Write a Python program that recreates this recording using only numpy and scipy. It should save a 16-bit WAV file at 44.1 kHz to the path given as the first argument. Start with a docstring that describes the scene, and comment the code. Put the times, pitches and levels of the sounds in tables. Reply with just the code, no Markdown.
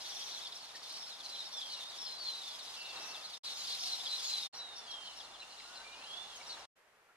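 """A colony of weaver birds in a thorn tree, in four short stretches with brief silences between them.
First, near birds chip, buzz and draw out wheezy whistles over the chatter of the flock, while twigs
and leaves scatter the calls and a soft outdoor wash lies underneath. At 3.4 s the colony is at its
busiest. From 4.5 s it is calmer, and one whistle climbs and sinks again. From 6.8 s only the faint
wash is left, far from the tree."""
import sys
import numpy as np
from scipy import signal
from scipy.fft import rfft, irfft
from scipy.io import wavfile
from scipy.ndimage import uniform_filter1d

SR = 44100
rng = np.random.default_rng(int(sys.argv[2]) if len(sys.argv) > 2 else 0)


def transcribe(u):
    """Save the signal u as a 16-bit wav file named by the first command-line argument.

    u: samples, shape (n,) or (channels, n), limited to [-1, 1]; the rate is SR.
    q: integer samples, one column per channel.
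    """
    v = np.clip(np.atleast_2d(u).T, -1, 1)
    q = np.round(v * 32767).astype(np.int16)
    wavfile.write(sys.argv[1], SR, q)


N = 315756
TIME = np.arange(N) / SR

# silences between the four stretches: (start [s], end [s])
SILENCES = [(3.383, 3.433), (4.476, 4.526), (6.659, 6.754)]


def whistles(trim_db):
    """Long, gliding notes that end a song; each swells to its loudest moment and fades."""
    # (time [s], length [s], start pitch [Hz], middle pitch [Hz], end pitch [Hz],
    #  relative peak level [dB], peak time [s], fade either side [dB/s], left minus right [dB])
    long_notes = [(0.949, 0.16, 5470, 5320, 5070, -47, .995, 80, -2),
                  (1.301, 0.18, 4100, 3910, 3716, -46.5, 1.34, 45, -2.5),
                  (1.528, 0.28, 3620, 3227, 2700, -44, 1.585, 72, -2),
                  (1.796, 0.12, 3750, 3644, 3910, -48, 1.84, 60, -2.5),
                  (1.969, 0.19, 5520, 5230, 4890, -44.5, 2.032, 90, 1.5),
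                  (2.057, .13, 4220, 4170, 4040, -45.5, 2.1, 74, 1),
                  (2.159, 0.29, 4730, 4090, 3850, -40, 2.285, 82, 1.5),
                  (2.428, .14, 3700, 3490, 3270, -47.5, 2.48, 120, -0.5),
                  (2.754, 0.468, 2740, 2671, 2687, -52.5, 2.9, 11, -1.5),
                  (2.753, 0.38, 3080, 2752, 2595, -55, 2.8, 19, -2),
                  (4.076, 0.102, 4110, 3980, 4000, -38.5, 4.125, 131, 2),
                  (4.309, 0.17, 4120, 3914, 3610, -39, 4.352, 82, 2),
                  (4.528, 0.051, 4290, 4170, 4020, -54, 4.55, 40, 0),
                  (4.575, 0.31, 4000, 3690, 3420, -45.5, 4.615, 62, 0),
                  (4.868, 0.29, 3310, 3165, 3000, -46.5, 4.94, 60, -2),
                  (5.641, 0.21, 1394, 1473, 1565, -61, 5.81, 10, 1)]
    # one whistle that climbs and sinks again: (time [s], pitch [Hz], relative level [dB])
    climbing_path = [(5.829, 2380, -50), (5.88, 2350, -59), (5.98, 2470, -60), (6.04, 2750, -55),
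                     (6.07, 3175, -57), (6.115, 3283, -46), (6.219, 3543, -49.5), (6.285, 3430, -55),
                     (6.39, 3030, -56)]
    out = np.zeros((2, N))
    for s, length, start_hz, middle_hz, end_hz, db, peak_s, fade_db_per_s, pan_db in long_notes:
        u = np.linspace(0, 1, int(length * SR))
        sag_db = fade_db_per_s * np.abs(s + u * length - peak_s)
        add(out, s, perch(wheeze(glide(u, start_hz, middle_hz, end_hz), db - sag_db), pan_db))
    s, hz, db = np.transpose(climbing_path)
    t = np.arange(s[0], s[-1], 1 / SR)
    climb = wheeze(np.interp(t, s, hz), np.interp(t, s, db))
    add(out, s[0], perch(climb, pan_db=-3.5))
    return from_db(trim_db) * foliage(out, t60=.2, wet_db=-8)


def near_chirps(chips_db, arches_db):
    """Short notes of the closest birds: two-voiced chips and arches, flat peeps, upward flicks."""
    # falling chips: (time [s], length [s], pitch [Hz], relative level [dB])
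    chips = [(.088, .03, 3750, -53), (0.166, .03, 3400, -56), (0.302, .03, 4470, -53),
             (0.334, 0.037, 3910, -48.5), (0.414, .018, 5300, -55), (0.436, 0.045, 3570, -48.5),
             (0.517, 0.02, 3700, -51), (0.553, .025, 5450, -49), (0.616, .04, 4350, -54),
             (0.686, .027, 3910, -54), (0.751, 0.023, 5440, -53), (0.861, 0.029, 4140, -55),
             (0.924, .025, 5680, -48), (1.09, 0.034, 4150, -50), (1.115, .033, 3650, -55.5),
             (1.198, 0.025, 3490, -51), (1.236, 0.04, 4250, -47), (1.348, 0.021, 3400, -50),
             (1.382, 0.044, 3864, -47.5), (1.565, 0.033, 5250, -48.5), (1.608, .028, 3580, -47.5),
             (1.713, .048, 4070, -46), (1.885, 0.024, 5100, -55), (2.05, 0.042, 3360, -52.5),
             (2.257, 0.056, 3380, -52.5), (2.65, .025, 4030, -65), (2.885, .028, 3600, -55),
             (2.961, 0.023, 4000, -53.5), (3.141, .027, 3500, -50.5), (3.242, 0.026, 4250, -46.5),
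             (3.327, 0.037, 3700, -49.5), (3.718, 0.039, 3940, -53), (3.914, 0.041, 4070, -40.5),
             (4.054, .03, 3490, -42.5), (4.857, .03, 4720, -58), (4.901, 0.03, 4000, -49),
             (4.942, 0.025, 3800, -61), (5.043, 0.041, 4050, -53), (5.07, .025, 3150, -53),
             (5.09, 0.03, 4000, -58), (5.196, 0.023, 3500, -50), (5.232, 0.032, 4250, -57.5),
             (5.336, 0.032, 3360, -54.5), (5.6, 0.0082, 2210, -55), (5.965, 0.015, 3570, -66),
             (6.353, 0.031, 6270, -54), (6.454, 0.026, 3750, -57.5), (6.464, 0.035, 5400, -55),
             (6.484, 0.069, 4215, -49.5), (6.571, .011, 1686, -55)]
    # peeps that hardly fall: (time [s], length [s], pitch [Hz], relative level [dB])
    peeps = [(0.023, 0.068, 3400, -57), (.205, .04, 3280, -51.5), (0.745, 0.016, 1830, -55.5),
             (3.611, 0.013, 3980, -48), (3.986, 0.033, 3560, -50), (5.39, 0.038, 4030, -54),
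             (5.413, 0.028, 2780, -53), (5.495, 0.05, 4200, -58), (5.525, .025, 2850, -61.5),
             (5.576, 0.039, 4000, -53.5), (5.642, 0.021, 4050, -55), (5.745, .045, 4160, -54),
             (5.8, 0.02, 4000, -57), (5.919, 0.019, 3800, -57.5), (5.925, .03, 2850, -57),
             (6.399, 0.022, 2270, -56), (6.491, 0.025, 3900, -47.5)]
    # quick upward flicks: (time [s], pitch [Hz], relative level [dB])
    flicks = [(5.718, 3550, -61), (5.758, 5100, -61), (6.013, 3150, -59), (6.03, 3950, -60),
              (6.066, 5200, -60)]
    # chirps that rise and fall: (time [s], length [s], top pitch [Hz], relative level [dB])
    arches = [(1.441, 0.046, 5340, -54), (1.519, .04, 5800, -53), (1.656, .035, 5750, -60),
              (4.539, 0.071, 5800, -53), (4.75, 0.059, 5620, -52.5), (4.901, 0.034, 5580, -56),
              (5.156, .055, 5580, -57.5)]
    notes = []
    for s, length, hz, db in chips:
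        lower = slide(length, hz, fall_octaves=.295)
        upper = slide(length, hz * 1.4, fall_octaves=.295)
        notes.append((s, db, lower + from_db(-10.5) * upper))
    notes += [(s, db, slide(length, hz, fall_octaves=.038)) for s, length, hz, db in peeps]
    notes += [(s, db, slide(.022, hz, fall_octaves=-.295)) for s, hz, db in flicks]
    out = np.zeros((2, N))
    for s, db, sound in notes:
        add(out, s, from_db(db + chips_db) * perch(sound, pan_db=rng.uniform(-2, 3.2)))
    for s, length, top_hz, db in arches:
        for hz, voice_db in ((top_hz, 0), (top_hz * .835, -7)):
            chirp = note(length, hz * .89, hz, hz * .89, waver=.01, rasp=.45)
            add(out, s, from_db(db + voice_db + arches_db) * chirp)
    return foliage(out, t60=.2, wet_db=-8)


def buzzes(trim_db):
    """Held, scolding calls: the pitch shakes so fast and far that the tone turns to a rasp."""
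    # (time [s], length [s], start pitch [Hz], end pitch [Hz], waver [share], relative level [dB])
    scolds = [(0, 0.42, 5685, 5750, 0.041, -51.5), (0.869, 0.13, 4530, 4300, 0.11, -54),
              (1.68, .11, 4500, 3850, .05, -49.5), (3.003, .13, 5750, 5780, 0.025, -52.5),
              (3.439, 0.1, 4310, 3860, 0.064, -46), (3.535, 0.13, 6530, 6600, 0.043, -55),
              (3.66, .11, 4570, 3990, 0.11, -43.5), (3.782, 0.12, 5670, 5090, .1, -45.5),
              (3.819, .14, 4350, 4060, .05, -45.5), (4.084, .1, 4110, 3980, .035, -42),
              (4.219, .14, 4450, 4000, .035, -45), (4.215, 0.1, 6660, 6700, 0.073, -47.5)]
    out = np.zeros((2, N))
    for s, length, start_hz, end_hz, waver, db in scolds:
        buzz = note(length, start_hz, (start_hz + end_hz) / 2, end_hz, waver, rasp=.31)
        add(out, s, from_db(db) * buzz)
    return from_db(trim_db) * foliage(out, t60=.14, wet_db=-2)


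def syrinx(hz, waver, rasp, overtone_db):
    """A bird's voice: a nearly pure tone with a weak octave; its pitch wavers, its level flutters."""
    phase = 2 * np.pi * np.cumsum(hz * (1 + waver * drift(500, len(hz)))) / SR
    flutter = (1 + rasp * drift(700, len(hz))) / np.hypot(1, rasp)
    return np.sqrt(2) * flutter * (np.sin(phase) + from_db(overtone_db) * np.sin(2 * phase))


def wheeze(hz, db):
    """A drawn-out, shimmering note with soft ends; the higher, the wheezier."""
    strain = hz / 4000 + np.clip((hz - 5400) / 150, 0, 3)   # the very top turns to a buzz
    tone = syrinx(hz, waver=.008 * strain, rasp=.36 * strain, overtone_db=-32)
    shimmer_db = 1.6 * drift(109.2, len(hz))
    return tone * from_db(db + shimmer_db) * signal.windows.tukey(len(hz), .1)


def note(length, start_hz, middle_hz, end_hz, waver, rasp):
    """One call: the pitch bends through three points while the level swells and fades."""
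    u = np.linspace(0, 1, max(int(length * SR), 64))
    swell = np.sqrt(np.abs(np.sin(np.pi * u)))
    return swell * syrinx(glide(u, start_hz, middle_hz, end_hz), waver, rasp, overtone_db=-19.5)


def slide(length, hz, fall_octaves):
    """A short note that slides evenly through its pitch."""
    half_fall = 2 ** (fall_octaves / 2)
    return note(length, hz * half_fall, hz, hz / half_fall, waver=.015, rasp=.5)


def glide(u, start_hz, middle_hz, end_hz):
    """Pitch bending through three points as u goes from 0 to 1."""
    bow_hz = middle_hz - (start_hz + end_hz) / 2
    return start_hz + (end_hz - start_hz) * u + bow_hz * (1 - (2 * u - 1) ** 2)


def flock():
    """The chatter bed: single chips stand out of the farthest birds, which merge into a hiss."""
    # colour of the hiss, busy and calm: (frequency [Hz], relative level [dB])
    busy_colour = [(1300, -36), (2000, -13.5), (2900, -6), (3350, -2), (4100, -8), (4700, -15), (5500, -7),
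                   (6100, -8), (6600, -9), (7200, -14.5), (9000, -16), (11700, -18), (12800, -28),
                   (15000, -38.5)]
    calm_colour = [(2200, -32), (2780, 7), (3500, -5.5), (4200, 4.5), (4700, -14), (5500, 1), (6050, -8),
                   (6550, -0.5), (7200, -9), (9800, -9), (10500, -14.5), (15000, -28.5)]
    calls = flock_calls(calls_per_s=215, upper_voice_db=-7)
    busy = calls + stereo_noise(busy_colour) * from_db(-4 + 1.7 * drift(80))   # flickering hiss
    calm = calls + stereo_noise(calm_colour) * from_db(1)
    return flock_level() * np.where(TIME < SILENCES[1][1], rms_one(busy), rms_one(calm))


def flock_calls(calls_per_s, upper_voice_db):
    """Dozens of birds, near and far, give tiny two-voiced chips; their sum is evened in level."""
    calls = np.zeros((2, N))
    crowd = np.cumsum(np.sqrt(flock_level()))   # the louder the flock, the more birds are calling
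    for when, height, bend, fall, span, distance, side in rng.random((int(calls_per_s * N / SR), 7)):
        s = np.searchsorted(crowd, when * crowd[-1]) / SR
        pitch, length = 3450 * 1.62 ** height, .009 + .024 * span
        start, end = 1.14 - .21 * bend, 1 - .12 * fall   # most notes fall, some arch
        for ratio, voice_db in ((1, 0), (1.1 + .15 * fall, upper_voice_db - 5 * height)):
            hz = pitch * ratio
            chip = note(length, start * hz, hz, end * hz, waver=.01, rasp=.4)
            gain = from_db(voice_db - 4 * height) / (1 + 1.7 * distance)
            add(calls, s, gain * perch(chip, pan_db=7 * (side - .42)))
    calls = foliage(calls, t60=.2, wet_db=-5)
    running_power = uniform_filter1d(np.mean(calls ** 2, axis=0), size=SR // 16)
    return calls / np.sqrt(running_power + 1e-4)


def flock_level():
    """The flock's gain at every sample; the last stretch is too far from the colony to hear it."""
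    # swells of the chatter in the first three stretches: (time [s], relative level [dB])
    opening = [(0.0, -44.5), (0.36, -44.0), (0.72, -52.0), (0.9, -45.5), (1.2, -51.0), (1.26, -46.0),
               (1.5, -49.0), (1.81, -46.0), (1.87, -51.5), (1.93, -46.5), (2.11, -47.0), (2.17, -49.5),
               (2.29, -45.0), (3.37, -48.0)]
    busiest = [(3.46, -42.0), (3.54, -43.5), (3.58, -42.0), (3.7, -40), (3.78, -42), (3.84, -39.5),
               (4.02, -41.5), (4.26, -38.5), (4.46, -40.5)]
    calm = [(4.7, -56), (5.21, -51.5), (5.33, -56.0), (5.66, -52.0), (5.99, -55.0), (6.11, -52.0),
            (6.59, -52.5), (6.65, -58.5)]
    return by_stretch(from_db(-2) * level(opening), from_db(-2.5) * level(busiest),
                      from_db(-2) * level(calm), 0)


def perch(sound, pan_db):
    """Each bird sits on its own twig: a little to one side, so louder and earlier in that ear."""
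    at = np.arange(len(sound))
    lead_samples = pan_db * .17
    return np.array([from_db(ear * pan_db / 2) * np.interp(at + ear * lead_samples, at, sound)
                     for ear in (1, -1)])


def foliage(x, t60, wet_db):
    """Twigs and leaves return many faint echoes, different at each ear; the power stays the same."""
    age = TIME[:SR // 2]
    twigs = rng.standard_normal((2, len(age))) * (rng.random((2, len(age))) < .1)
    echoes = twigs * from_db(-60 * age / t60)
    echoes /= np.sqrt(np.sum(echoes ** 2, axis=1, keepdims=True))
    wet = from_db(wet_db)
    return (x + wet * signal.fftconvolve(x, echoes, axes=1)[:, :N]) / np.hypot(1, wet)


def from_tree(x, left_lag_s):
    """The tree stands a little to the right, so its sound reaches the left ear slightly late."""
    delay = np.exp(-2j * np.pi * np.arange(N // 2 + 1) * SR / N * left_lag_s)
    return np.array([irfft(rfft(x[0]) * delay, N), x[1]])


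def outdoors(wash_db):
    """A wavering wash of distant noise with a few faint tones, and a low drone in the calm stretch."""
    # colour of the wash, by the tree and far from it: (frequency [Hz], relative level [dB])
    tree_colour = [(20, -23), (60, -14.5), (130, -13), (280, -9.5), (500, -4.5), (800, 2.5), (1050, 0.5),
                   (1550, -2.5), (2600, -7.5), (4000, -6), (9000, -20), (15000, -62)]
    far_colour = [(50, -12), (300, -8), (450, 0.5), (1900, 0), (3800, -11), (12000, -19), (15000, -26)]
    # swells of the wash in the first and third stretch: (time [s], relative level [dB])
    opening = [(0.0, -56.5), (0.72, -58), (2.89, -57), (2.97, -51.5), (3.37, -59)]
    calm = [(4.55, -55.5), (4.95, -57), (5.68, -58), (5.76, -55.5), (6.25, -56.5), (6.65, -55)]
    # far-off steady tones: (time [s], length [s], pitch [Hz], level [dB])
    far_tones = [(2.928, 0.41, 1258, -63), (3.776, 0.3, 717, -64), (7.084, .031, 1370, -67)]
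    by_tree = TIME < SILENCES[2][1]
    noise = np.where(by_tree, stereo_noise(tree_colour), stereo_noise(far_colour))
    gain = by_stretch(level(opening), from_db(-56.5), level(calm), from_db(-69))
    out = from_db(wash_db + .5 * drift(25)) * gain * noise
    for s, length, hz, db in far_tones:
        add(out, s, from_db(db) * note(length, hz, hz, hz, waver=.02, rasp=.17))
    drone_hz, drone_db = 45, -83
    drone = np.sqrt(2) * np.sin(2 * np.pi * drone_hz * TIME + .5 * drift(8))
    drone *= from_db(drone_db + 2 * drift(8.9))
    return out + drone * by_tree * (TIME > SILENCES[1][1])


def stereo_noise(colour):
    """Coloured noise, partly shared by the ears; rms 1."""
    # likeness of the two ears: (frequency [Hz], correlation [0-1])
    likeness = [(50, 0.62), (700, 0.76), (1400, 0.55), (2800, 0.17), (4500, 0.2), (8000, 0), (14000, 0)]
    mid, side = rfft(rng.standard_normal((2, N)))
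    alike = np.clip(by_frequency(likeness), 0, 1)
    ears = np.sqrt(1 + alike) * mid + np.sqrt(1 - alike) * side * [[1], [-1]]
    return rms_one(irfft(ears * from_db(by_frequency(colour)), N))


def by_stretch(*gains):
    """One gain for each of the four stretches, switched in the middle of the silences."""
    return np.choose(np.searchsorted(np.mean(SILENCES, axis=1), TIME), gains)


def by_frequency(points):
    """A (frequency [Hz], value) curve read at every Fourier bin."""
    hz, value = np.transpose(points)
    return np.interp(np.log(np.arange(N // 2 + 1) * SR / N + 1), np.log(hz), value)


def level(rows):
    """Gain at every sample from (time [s], level [dB]) rows."""
    return from_db(np.interp(TIME, *np.transpose(rows)))


def drift(rate, size=N):
    """Random modulation through `rate` points a second; spread 1."""
    knots = rng.standard_normal(int(size / SR * rate) + 2)
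    return np.interp(np.arange(size) / SR * rate, np.arange(len(knots)), knots) * np.sqrt(3 / 2)


def add(track, s, sound):
    """Mix a sound into a track at time s."""
    start = max(int(s * SR), 0)
    piece = sound[..., :max(N - start, 0)]
    track[..., start:start + piece.shape[-1]] += piece


def from_db(db):
    """Decibels to gain."""
    return 10 ** (np.asarray(db) / 20)


def rms_one(x):
    """Scale to unit power."""
    return x / np.sqrt(np.mean(x ** 2) + 1e-20)


def scene():
    """Near birds and the flock in the tree, over the outdoor wash."""
    near_birds = near_chirps(chips_db=2.5, arches_db=4.5) + whistles(trim_db=-.33) + buzzes(trim_db=2.1)
    return from_tree(near_birds + flock() + outdoors(wash_db=1.5), left_lag_s=6e-5)


def record(dry):
    """The sound dies away into each silence and fades in after it; the top treble is cut."""
    dying_s, fade_in_s, cutoff_hz = .003, .016, 15000
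    for start, end in SILENCES:
        fade_out = np.exp(-np.clip((TIME - start) / dying_s + 2, 0, 20))
        fade_in = np.clip((TIME - end) / fade_in_s, 0, 1)
        dry = dry * np.maximum(fade_out, fade_in)
    return signal.sosfilt(signal.ellip(12, .1, 80, cutoff_hz, fs=SR, output="sos"), dry)


dry = scene()
out = record(dry)
transcribe(out)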